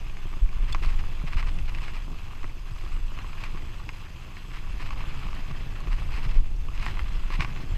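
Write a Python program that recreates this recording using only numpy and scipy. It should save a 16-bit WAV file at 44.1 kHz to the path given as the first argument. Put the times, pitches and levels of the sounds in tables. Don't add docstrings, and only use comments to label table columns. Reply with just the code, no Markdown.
import sys
import numpy as np
from scipy import signal
from scipy.fft import rfft, irfft, next_fast_len
from scipy.io import wavfile
from scipy.ndimage import uniform_filter1d, map_coordinates

SR = 44100
rng = np.random.default_rng(int(sys.argv[2]) if len(sys.argv) > 2 else 0)


def transcribe(signal):
    frames = np.atleast_2d(signal).T
    limited = np.clip(frames, -1, 1)
    pcm = np.round(limited * 32767).astype(np.int16)
    wavfile.write(sys.argv[1], SR, pcm)


N = 342657

# f/Hz, level/dB
KNOCK_SPECTRUM = [(300, -30), (700, -16.5), (930, -4), (1150, 2.5), (1370, -7), (1650, -13), (2500, -24),
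                  (6000, -63), (15000, -70)]
# f/Hz, level/dB
CRACK_SPECTRUM = [(500, -19), (1100, -17.5), (1450, -2.5), (1850, -2.5), (2300, 3), (2750, -4),
                  (3200, -11.5), (5000, -19), (6300, -24.5), (8000, -36), (9000, -35), (15000, -67)]
BOUNCE_PER_S = 18


def amp(db):
    return 10 ** (np.asarray(db) / 20)


def unit(x):
    return x / np.sqrt(np.mean(x ** 2) + 1e-20)


def curves(rows):
    s, *cols = np.transpose(rows)
    return [np.interp(np.arange(N) / SR, s, c) for c in cols]


def wobble(rate):
    return map_coordinates(rng.standard_normal(4096), [np.arange(N) * rate / SR + 2], mode="mirror")


def add(track, s, sound):
    part = track[max(round(s * SR), 0):][:len(sound)]
    part += sound[:len(part)]


def sine(hz, t):
    return np.sin(2 * np.pi * hz * t)


def filtered(x, response):
    m = next_fast_len(N + SR // 2)
    return irfft(rfft(x, m) * response(np.fft.rfftfreq(m, 1 / SR)), m)[:N]


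def coloured(x, spectrum, size=16384):
    hz, db = np.transpose(spectrum)
    gain = amp(np.interp(np.log(np.fft.rfftfreq(size, 1 / SR) + 1), np.log(hz), db))
    cepstrum = irfft(np.log(gain))
    cepstrum[1:size // 2] *= 2
    cepstrum[size // 2 + 1:] = 0
    return signal.fftconvolve(x, irfft(np.exp(rfft(cepstrum))))[:N]


def grains(rate, spread_db):
    sizes = amp(spread_db * np.minimum(rng.standard_exponential(N), 4.5))
    return unit((rng.random(N) < rate / SR) * sizes * rng.choice([-1, 1], N))


def swells(rows):
    out = np.zeros(N)
    for s, length, db in rows:
        u = np.linspace(-2, 2, round(2 * length * SR))
        add(out, s - length, amp(db) * np.exp(-u ** 4))
    return out


def patchy(x, depth_db):
    z = signal.stft(x, nperseg=512)[2]
    field = uniform_filter1d(rng.standard_normal(z.shape), size=6, axis=0)
    field = uniform_filter1d(field, size=5, axis=1)
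    return unit(signal.istft(z * amp(depth_db * unit(field)), nperseg=512)[1][:N])


def rolling_db(usual_db, grows):
    # t/s, crunch level/dB
    coarseness = [(0.0, -52.5), (0.43, -51.5), (0.67, -49.5), (0.78, -49), (1.88, -51.5), (2.55, -50.5),
                  (3.42, -49.5), (3.94, -52), (4.78, -51), (4.98, -46.5), (5.49, -48.5), (5.86, -50),
                  (6.21, -49.5), (6.43, -53.5), (6.66, -53.5), (6.9, -48.5), (7.36, -46.5), (7.77, -50)]
    # middle t/s, length/s, drop of the crunch/dB
    hops = [(0.48, .09, 4.5), (2.586, 0.15, 5), (3.05, 0.17, 3.5), (4.106, 0.081, 2.5), (6.553, 0.13, 4)]
    usual_crunch_db = -50
    t = np.arange(N) / SR
    lift = sum(drop * np.exp(-(2 * (t - s) / length) ** 4) for s, length, drop in hops)
    return usual_db + grows * (curves(coarseness)[0] - lift - usual_crunch_db)


def electronics(hiss_db):
    # f/Hz, rms level/dB
    whine_lines = [(6293, -76), (6325, -77), (12618, -82)]
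    # f/Hz, level/dB
    hiss_spectrum = [(3000, 2.5), (6100, 1.5), (6300, 7), (6500, 3.5), (10800, -9.5), (11600, 1),
                     (12700, -2), (13400, -10), (15300, -10)]
    t = np.arange(N) / SR
    whine = sum(np.sqrt(2) * amp(db) * sine(hz, t) for hz, db in whine_lines)
    return whine + amp(hiss_db) * unit(coloured(rng.standard_normal(N), hiss_spectrum))


def wind(steadiness, level_db, flutter_db, surge_db):
    # t/s, relative buffeting level/dB
    airstream = [(0.0, -36.5), (0.97, -26.5), (1.15, -32.5), (1.65, -29.5), (2.23, -38), (2.66, -38.5),
                 (2.95, -33), (3.3, -38), (3.55, -35), (4.15, -45.5), (4.39, -44), (4.65, -35), (4.82, -33),
                 (5.41, -33.5), (5.8, -37), (6.12, -31.5), (6.38, -27.5), (6.66, -33), (7.0, -31),
                 (7.77, -37.5)]
    # middle t/s, length/s, relative level/dB
    surges = [(.44, 0.045, -15.5), (.6, 0.08, -18.5), (.89, 0.079, -16.5), (1.42, 0.17, -25.5),
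              (2.44, 0.062, -22.5), (3.0, 0.15, -27), (5.92, 0.085, -18.5), (6.29, 0.05, -13.5),
              (6.375, 0.072, -14), (6.82, 0.1, -21), (7.17, 0.27, -29), (7.35, 0.097, -25.5),
              (7.73, 0.072, -21.5)]
    # f/Hz, level/dB
    stream_spectrum = [(8, -9), (18, 3), (27, -0.5), (40, -11.5), (60, -17), (100, -30), (300, -78.5),
                       (900, -110)]
    # f/Hz, level/dB
    heave_spectrum = [(8, -17), (18, -1.5), (27, 2.5), (40, -13.5), (60, -39.5), (100, -40), (300, -87),
                      (900, -115)]

    def eddies(spectrum):
        noise = unit(coloured(rng.standard_normal(N), spectrum))
        swell = np.sqrt(np.abs(uniform_filter1d(noise ** 2, SR // 12)) + 1e-3)
        return unit(noise / swell ** steadiness)

    stream = amp(curves(airstream)[0] + level_db + flutter_db * wobble(5.4))
    return stream * eddies(stream_spectrum) + amp(surge_db) * swells(surges) * eddies(heave_spectrum)


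def freewheel(level_db, size_db, scatter_s, waver_db, drift_db):
    # t/s, rate/clicks per s
    click_rate = [(0, 85), (.6, 103), (1.45, 69), (2.0, 78), (2.6, 77), (3.2, 81), (3.8, 91), (4.3, 91),
                  (4.7, 100), (5.5, 84), (6.1, 91), (6.6, 84), (7.0, 100), (7.77, 90)]
    # f/Hz, relative level/dB, t60/s
    hub_modes = [(3450, 4.5, 0.025), (4880, 1, 0.012), (6960, -3.5, 0.017), (7860, -3, 0.028),
                 (9700, -4.5, .014), (11600, -6, 0.0057), (12600, -5.5, 0.0087)]
    teeth = np.cumsum(curves(click_rate)[0]) / SR
    times = np.flatnonzero(np.diff(np.floor(teeth))) / SR
    t = np.arange(SR // 25) / SR
    rings = np.array([amp(db - 60 * t / t60) * sine(hz, t) for hz, db, t60 in hub_modes])
    chance = rng.standard_normal((1024, len(hub_modes) + 1))
    drifts = unit(uniform_filter1d(rng.standard_normal((1024, len(hub_modes))), size=7, axis=0))
    out = np.zeros(N)
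    for s, (late, *sizes), drift in zip(times, chance, drifts):
        mode_gains = amp(size_db * np.array(sizes) + drift_db * drift)
        add(out, s + scatter_s * late, mode_gains @ rings)
    return amp(level_db + waver_db * wobble(4.6)) * unit(out)


def tyres(level_db, spread_db, bounce_db):
    # t/s, relative rumble level/dB
    bumpiness = [(0.0, -47.5), (1.36, -43.5), (2.6, -49), (3.48, -45), (4.02, -47.5), (4.7, -46),
                 (5.02, -41.5), (6.34, -43), (6.6, -48), (6.95, -40), (7.12, -45), (7.77, -40.5)]
    # f/Hz, level/dB
    tyre_spectrum = [(35, -15), (65, 1.5), (90, 2), (125, -1), (165, -6), (220, -13), (340, -15),
                     (480, -23), (900, -22.5), (3000, -121)]
    level = curves(bumpiness)[0] + level_db + bounce_db * wobble(BOUNCE_PER_S)
    return amp(level) * unit(coloured(grains(900, spread_db), tyre_spectrum))


def thumps(level_db, t60, thud_t60):
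    # t/s, relative boom level/dB, relative thud level/dB
    stone_hits = [(0.254, -34, -47), (0.369, -36, -37), (.634, -38, -37.5), (.699, -25.5, -41),
                  (1.239, -21, -33.5), (1.574, -28.5, -42), (2.114, -32, -37), (2.441, -51, -35),
                  (2.713, -41, -53), (2.838, -41, -40), (3.121, -36, -39), (3.543, -29, -48),
                  (5.171, -27.5, -43), (5.507, -27.5, -43), (6.097, -29, -43), (6.181, -27, -34),
                  (6.683, -47, -42), (6.797, -29.5, -49), (7.301, -32.5, -32.5), (7.39, -19, -40),
                  (7.566, -28, -45)]
    mean_boom_hz = 148.2
    t = np.arange(SR // 5) / SR
    onset = 1 - np.exp(-t / 0.001)
    out = np.zeros(N)
    for s, db, thud_db in stone_hits:
        hz = mean_boom_hz * rng.normal(1, 0.094)
        boom = amp(db - 60 * t / t60) * sine(hz, t)
        partials = sum(sine(hz * k * rng.normal(1, 0.032), t) / k for k in (1.6, 2.3, 3.7))
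        thud = amp(thud_db - 60 * t / thud_t60) * partials
        add(out, s, amp(level_db) * (boom + 2 * thud) * onset)
    return out


def jolts(level_db, t60, rise_s):
    # t/s, relative level/dB, f/Hz
    holes = [(.252, -24, 78), (.42, -16, 51), (0.565, -14.5, 48), (0.855, -16, 46), (1.358, -13.5, 50),
             (2.446, -25, 99), (2.71, -25.5, 102), (3.836, -27.5, 108), (4.136, -23, 55), (5.895, -20, 36),
             (6.26, -16.5, 99), (6.272, -15, 38), (7.399, -14.5, 64), (7.716, -18, 80)]
    t = np.arange(SR // 5) / SR
    cushion = 1 - np.exp(-np.square(t / rise_s))
    out = np.zeros(N)
    for s, db, hz in holes:
        add(out, s, amp(db + level_db - 60 * t / t60) * cushion * sine(hz, t))
    return out


def rattles(per_s, spread_db, knock_db, crack_db, grows):
    ticks = grains(per_s, spread_db)
    knock = unit(coloured(ticks, KNOCK_SPECTRUM))
    crack = unit(coloured(ticks * amp(3.8 * wobble(40)), CRACK_SPECTRUM))
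    return amp(rolling_db(knock_db, grows)) * knock + amp(rolling_db(crack_db, grows)) * crack


def pings(crack_db):
    # t/s, level/dB
    strikes = [(0.7251, -38.5), (0.7285, -35)]
    # f/Hz, relative level/dB, t60/s
    metal_modes = [(2700, -5, .012), (3467, 3.5, 0.04), (4420, 3, 0.012), (4920, -1.5, 0.011),
                   (6400, -7, 0.01), (7330, -9, .018), (7600, -13, .02)]
    t = np.arange(SR // 8) / SR
    out = np.zeros(N)
    for s, level in strikes:
        ring = sum(amp(db + rng.normal(0, 1.3) - 60 * t / t60) * sine(hz, t) for hz, db, t60 in metal_modes)
        crack = amp(crack_db - 60 * t / 0.011) * rng.standard_normal(len(t))
        add(out, s, amp(level) * (ring + crack))
    return out


def flicks(level_db, t60):
    # t/s, relative level/dB
    grit_hits = [(0.86, -34.5), (1.7495, -46), (1.809, -45), (1.959, -47), (3.441, -39), (5.3498, -41),
                 (5.804, -40), (6.800, -41), (6.8284, -37), (6.8575, -36)]
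    # f/Hz, level/dB
    tick_spectrum = [(800, -35), (2500, -18), (4400, 7), (6000, -8), (7800, 2), (8800, -12), (11800, -10.5),
                     (15000, -28)]
    t = np.arange(SR // 30) / SR
    out = np.zeros(N)
    for s, db in grit_hits:
        tick = coloured(amp(-60 * t / t60) * rng.standard_normal(len(t)), tick_spectrum, size=1024)
        add(out, s, amp(db + level_db) * tick / np.linalg.norm(tick))
    return out


def clacks(clunk_db, knock_db, crack_db, chatter_db, chatter_t60, scrape_s):
    # t/s, relative clunk, knock and crack levels/dB, crack pitch f/Hz
    hits = [(0.067, -53, -41, -42, 2570.0), (0.098, -44, -45, -40, 2510.0), (0.170, -52, -39, -34.5, 2250),
            (0.2534, -32, -41, -54, 2060.0), (0.3295, -58.0, -39.5, -39, 2350.0),
            (0.338, -54, -35, -38, 2200), (0.462, -57, -42, -42, 2050.0), (0.491, -58, -58.5, -36, 2290.0),
            (0.7478, -33, -18, -22, 2230), (0.821, -31, -46, -48, 2270), (1.0413, -39, -51, -46, 2610.0),
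            (1.333, -50, -38, -29, 2200), (1.428, -56, -29, -27.5, 1950), (1.588, -52, -43, -32, 2300),
            (1.679, -60.0, -44, -37, 2320.0), (1.749, -49, -44, -29.5, 2620.0),
            (1.786, -59.0, -40, -32, 1950), (1.882, -52, -44, -30, 2320), (1.967, -52, -37, -39, 2350),
            (2.08, -32, -42, -54, 2000), (2.105, -50, -42, -53, 2000), (2.13, -35, -40, -52, 2000),
            (2.310, -52, -40, -45, 2210), (2.568, -34, -50, -56, 2210), (2.4317, -55, -35, -37, 2400),
            (2.4432, -34, -31, -32, 1990), (2.8376, -31.5, -40, -41, 2270),
            (2.966, -35.5, -39, -40, 2490.0), (3.082, -55, -60, -42, 2750),
            (3.119, -43, -37.5, -53, 2120.0), (3.1889, -35, -36, -31.5, 2290),
            (3.245, -37, -34, -38, 1700.0), (3.331, -52, -35, -35.5, 2410),
            (3.4385, -36, -29.5, -27.5, 2450), (3.5466, -28, -35, -43, 2430), (3.559, -55, -50, -40, 2420),
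            (3.5744, -50, -37, -33.5, 1940.0), (3.8912, -41, -33, -25, 2400),
            (4.067, -57, -54, -40, 1810.0), (4.3689, -40, -47, -33.5, 2200.0), (4.696, -50, -38, -40, 2580),
            (4.8043, -33, -48, -37, 2400), (4.907, -50, -27.5, -30.5, 2540),
            (5.367, -59.0, -38, -35.5, 1870.0), (5.872, -31, -33, -35, 2240.0),
            (5.9846, -39, -40, -39, 2190.0), (6.0587, -46.0, -48, -47, 2180.0),
            (6.345, -50, -52, -41, 2300), (6.361, -30, -49, -46, 2210), (6.548, -39, -52, -58, 2190),
            (6.6854, -38, -35, -39, 2700.0), (6.7777, -54, -42, -32.5, 2520.0),
            (6.8268, -51, -33, -29, 2170.0), (6.8646, -32, -23, -21.5, 2000),
            (6.884, -35, -34, -26.5, 1920.0), (6.9716, -50, -33, -32.5, 2080),
            (6.9931, -53, -29, -25, 2030.0), (7.3042, -40, -28, -30.5, 2330.0),
            (7.3972, -35, -29, -29, 2240.0), (7.4071, -47.5, -22, -16.5, 2060),
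            (7.4211, -30, -28, -25, 2300), (7.4475, -52.0, -25.5, -24, 2230), (7.563, -50, -45, -33, 2310),
            (7.574, -48, -38.5, -35.5, 2200)]
    # f/Hz, level/dB
    clunk_spectrum = [(120, -21.5), (250, -4.5), (350, 3), (450, -8.5), (620, -18), (900, -38), (3000, -57),
                      (15000, -80)]
    usual_crack_hz = 2310
    lead = SR // 100
    t = np.arange(-lead, SR // 20) / SR
    contact = amp(chatter_db - 60 * np.maximum(t / chatter_t60, -t / scrape_s))
    out = np.zeros(N)
    for s, clunk, knock, crack, hz in hits:
        voices = [(clunk_spectrum, clunk + clunk_db, 1),
                  (KNOCK_SPECTRUM, knock + knock_db, 1),
                  (CRACK_SPECTRUM, crack + crack_db, hz / usual_crack_hz)]
        for spectrum, db, pitch in voices:
            blow = (t == 0) + contact * rng.standard_normal(len(t))
            sound = coloured(blow, np.multiply(spectrum, [pitch, 1]), size=1024)
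            add(out, s + t[0], amp(db) * sound / np.linalg.norm(sound))
    return out


def scuffs(level_db, per_s, spread_db):
    # middle t/s, length/s, relative level/dB
    bites = [(.7, 0.045, -47), (.84, 0.032, -40.5), (.899, 0.089, -45.5), (.998, 0.026, -44),
             (1.279, 0.025, -41), (1.337, 0.031, -43.5), (1.391, 0.047, -38), (1.481, 0.037, -43),
             (1.69, 0.023, -44), (1.763, 0.042, -46.5), (1.838, 0.055, -44), (1.89, 0.049, -47),
             (1.958, 0.056, -45.5), (3.44, 0.085, -46), (4.556, 0.057, -46.5), (4.818, 0.041, -41),
             (4.86, 0.032, -47), (4.93, .025, -46.5), (4.99, 0.037, -49), (5.93, 0.038, -42),
             (5.986, 0.02, -46.5), (6.16, 0.099, -42), (6.245, 0.042, -42.5), (6.305, 0.049, -45),
             (6.365, 0.048, -49.5), (6.77, 0.089, -49), (6.865, 0.12, -43), (7.34, 0.049, -39.5),
             (7.42, 0.045, -38)]
    # f/Hz, level/dB
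    spray_spectrum = [(300, -12), (600, -8), (1100, 5), (1500, -2), (2000, 3.5), (2700, 1.5), (3300, -7.5),
                      (4200, -6), (5100, -11), (6300, -21), (8000, -22), (9000, -27), (15000, -36)]
    return amp(level_db) * swells(bites) * unit(coloured(grains(per_s, spread_db), spray_spectrum))


def body(f):
    # f/Hz, width/Hz, level/dB
    resonances = [(1087, 170, 0.5), (2620, 260, 1.5), (4170, 67, -37), (4570, 47, -30), (7900, 29, -27),
                  (9500, 220, -34)]
    return sum(amp(db) * 1j * f * w / (c * c - f * f + 1j * f * w) for c, w, db in resonances)


def gravel(clump_db, stones_db, stones_per_s, crunch_per_s):
    # f/Hz, level/dB
    crunch_spectrum = [(300, -3.5), (580, -7), (780, -3.5), (1200, 3), (1450, 0.5), (2100, 0), (2750, -2),
                       (3200, -0.5), (3450, -4), (3750, -10), (4150, -5), (4600, -17), (5000, -8),
                       (6000, -50), (9000, -51)]
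    # f/Hz, level/dB
    grit_spectrum = [(3000, -31.5), (4400, 5), (5000, 6.5), (5600, 2), (7200, 0.5), (7800, 0), (8700, -22),
                     (9700, -16), (10700, -23), (12500, -7), (13400, -19), (15300, -39)]
    bounce_db = 0.53 * wobble(BOUNCE_PER_S)
    drone_level_db = rolling_db(-55, grows=0.55) + bounce_db
    crunch_level_db = rolling_db(-52.5, grows=1) + bounce_db
    grit_level_db = rolling_db(-65.5, grows=0.52)
    load = wobble(70)

    def clumps():
        return amp(clump_db * unit(load + wobble(130)))

    drone = unit(filtered(grains(5000, spread_db=0.0), body))
    coarse = patchy(coloured(grains(crunch_per_s, spread_db=-1.0), crunch_spectrum), depth_db=2.0)
    cracks = unit(coloured(grains(stones_per_s, spread_db=-0.5), CRACK_SPECTRUM))
    knocks = unit(coloured(grains(83, spread_db=4.5), KNOCK_SPECTRUM))
    fine = patchy(coloured(grains(7000, spread_db=2.5), grit_spectrum), depth_db=3.5)

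    grinding = clumps() * (drone * amp(drone_level_db) + coarse * amp(crunch_level_db))
    stones = (cracks + 0.87 * knocks) * amp(crunch_level_db + stones_db)
    return grinding + stones + clumps() * fine * amp(grit_level_db)


def scene():
    # f/Hz, gain/dB
    housing = [(900, 0.5), (1080, 0.5), (1350, 0.5), (2000, -1), (3000, 2), (3500, -2.5), (4100, 0),
               (4500, -3), (5000, 2), (5800, -0.5), (6300, 2.5), (7300, -1.5), (8000, 3), (8800, -1.5),
               (15000, 2)]
    air = wind(steadiness=0.95, level_db=6.5, flutter_db=0.5, surge_db=-0.5)
    hub = freewheel(level_db=-67.0, size_db=3.5, scatter_s=0.00017, waver_db=2.0, drift_db=3.0)
    rumble = tyres(level_db=1.86, spread_db=2.5, bounce_db=1.0)
    rumble += thumps(level_db=-2.0, t60=0.077, thud_t60=0.04)
    rumble += jolts(level_db=-1.5, t60=0.1, rise_s=0.0041)
    loose = rattles(per_s=26, spread_db=2.5, knock_db=-63.0, crack_db=-65.0, grows=2.3)
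    bright = pings(crack_db=-23) + flicks(level_db=10.5, t60=0.0088)
    bike = clacks(clunk_db=12, knock_db=14.5, crack_db=15.0,
                  chatter_db=-26, chatter_t60=0.039, scrape_s=0.0055)
    spray = scuffs(level_db=0.37, per_s=2200, spread_db=2.0)
    ground = gravel(clump_db=1.3, stones_db=-6.5, stones_per_s=100, crunch_per_s=1200)
    contacts = coloured(spray + bike + loose, housing)
    return (electronics(hiss_db=-68.5) + air + hub + rumble + bright + contacts + ground)[None]


def record(dry):
    top_hz = 15300
    return filtered(dry[0], lambda hz: hz < top_hz)[None]


dry = scene()
out = record(dry)
transcribe(out)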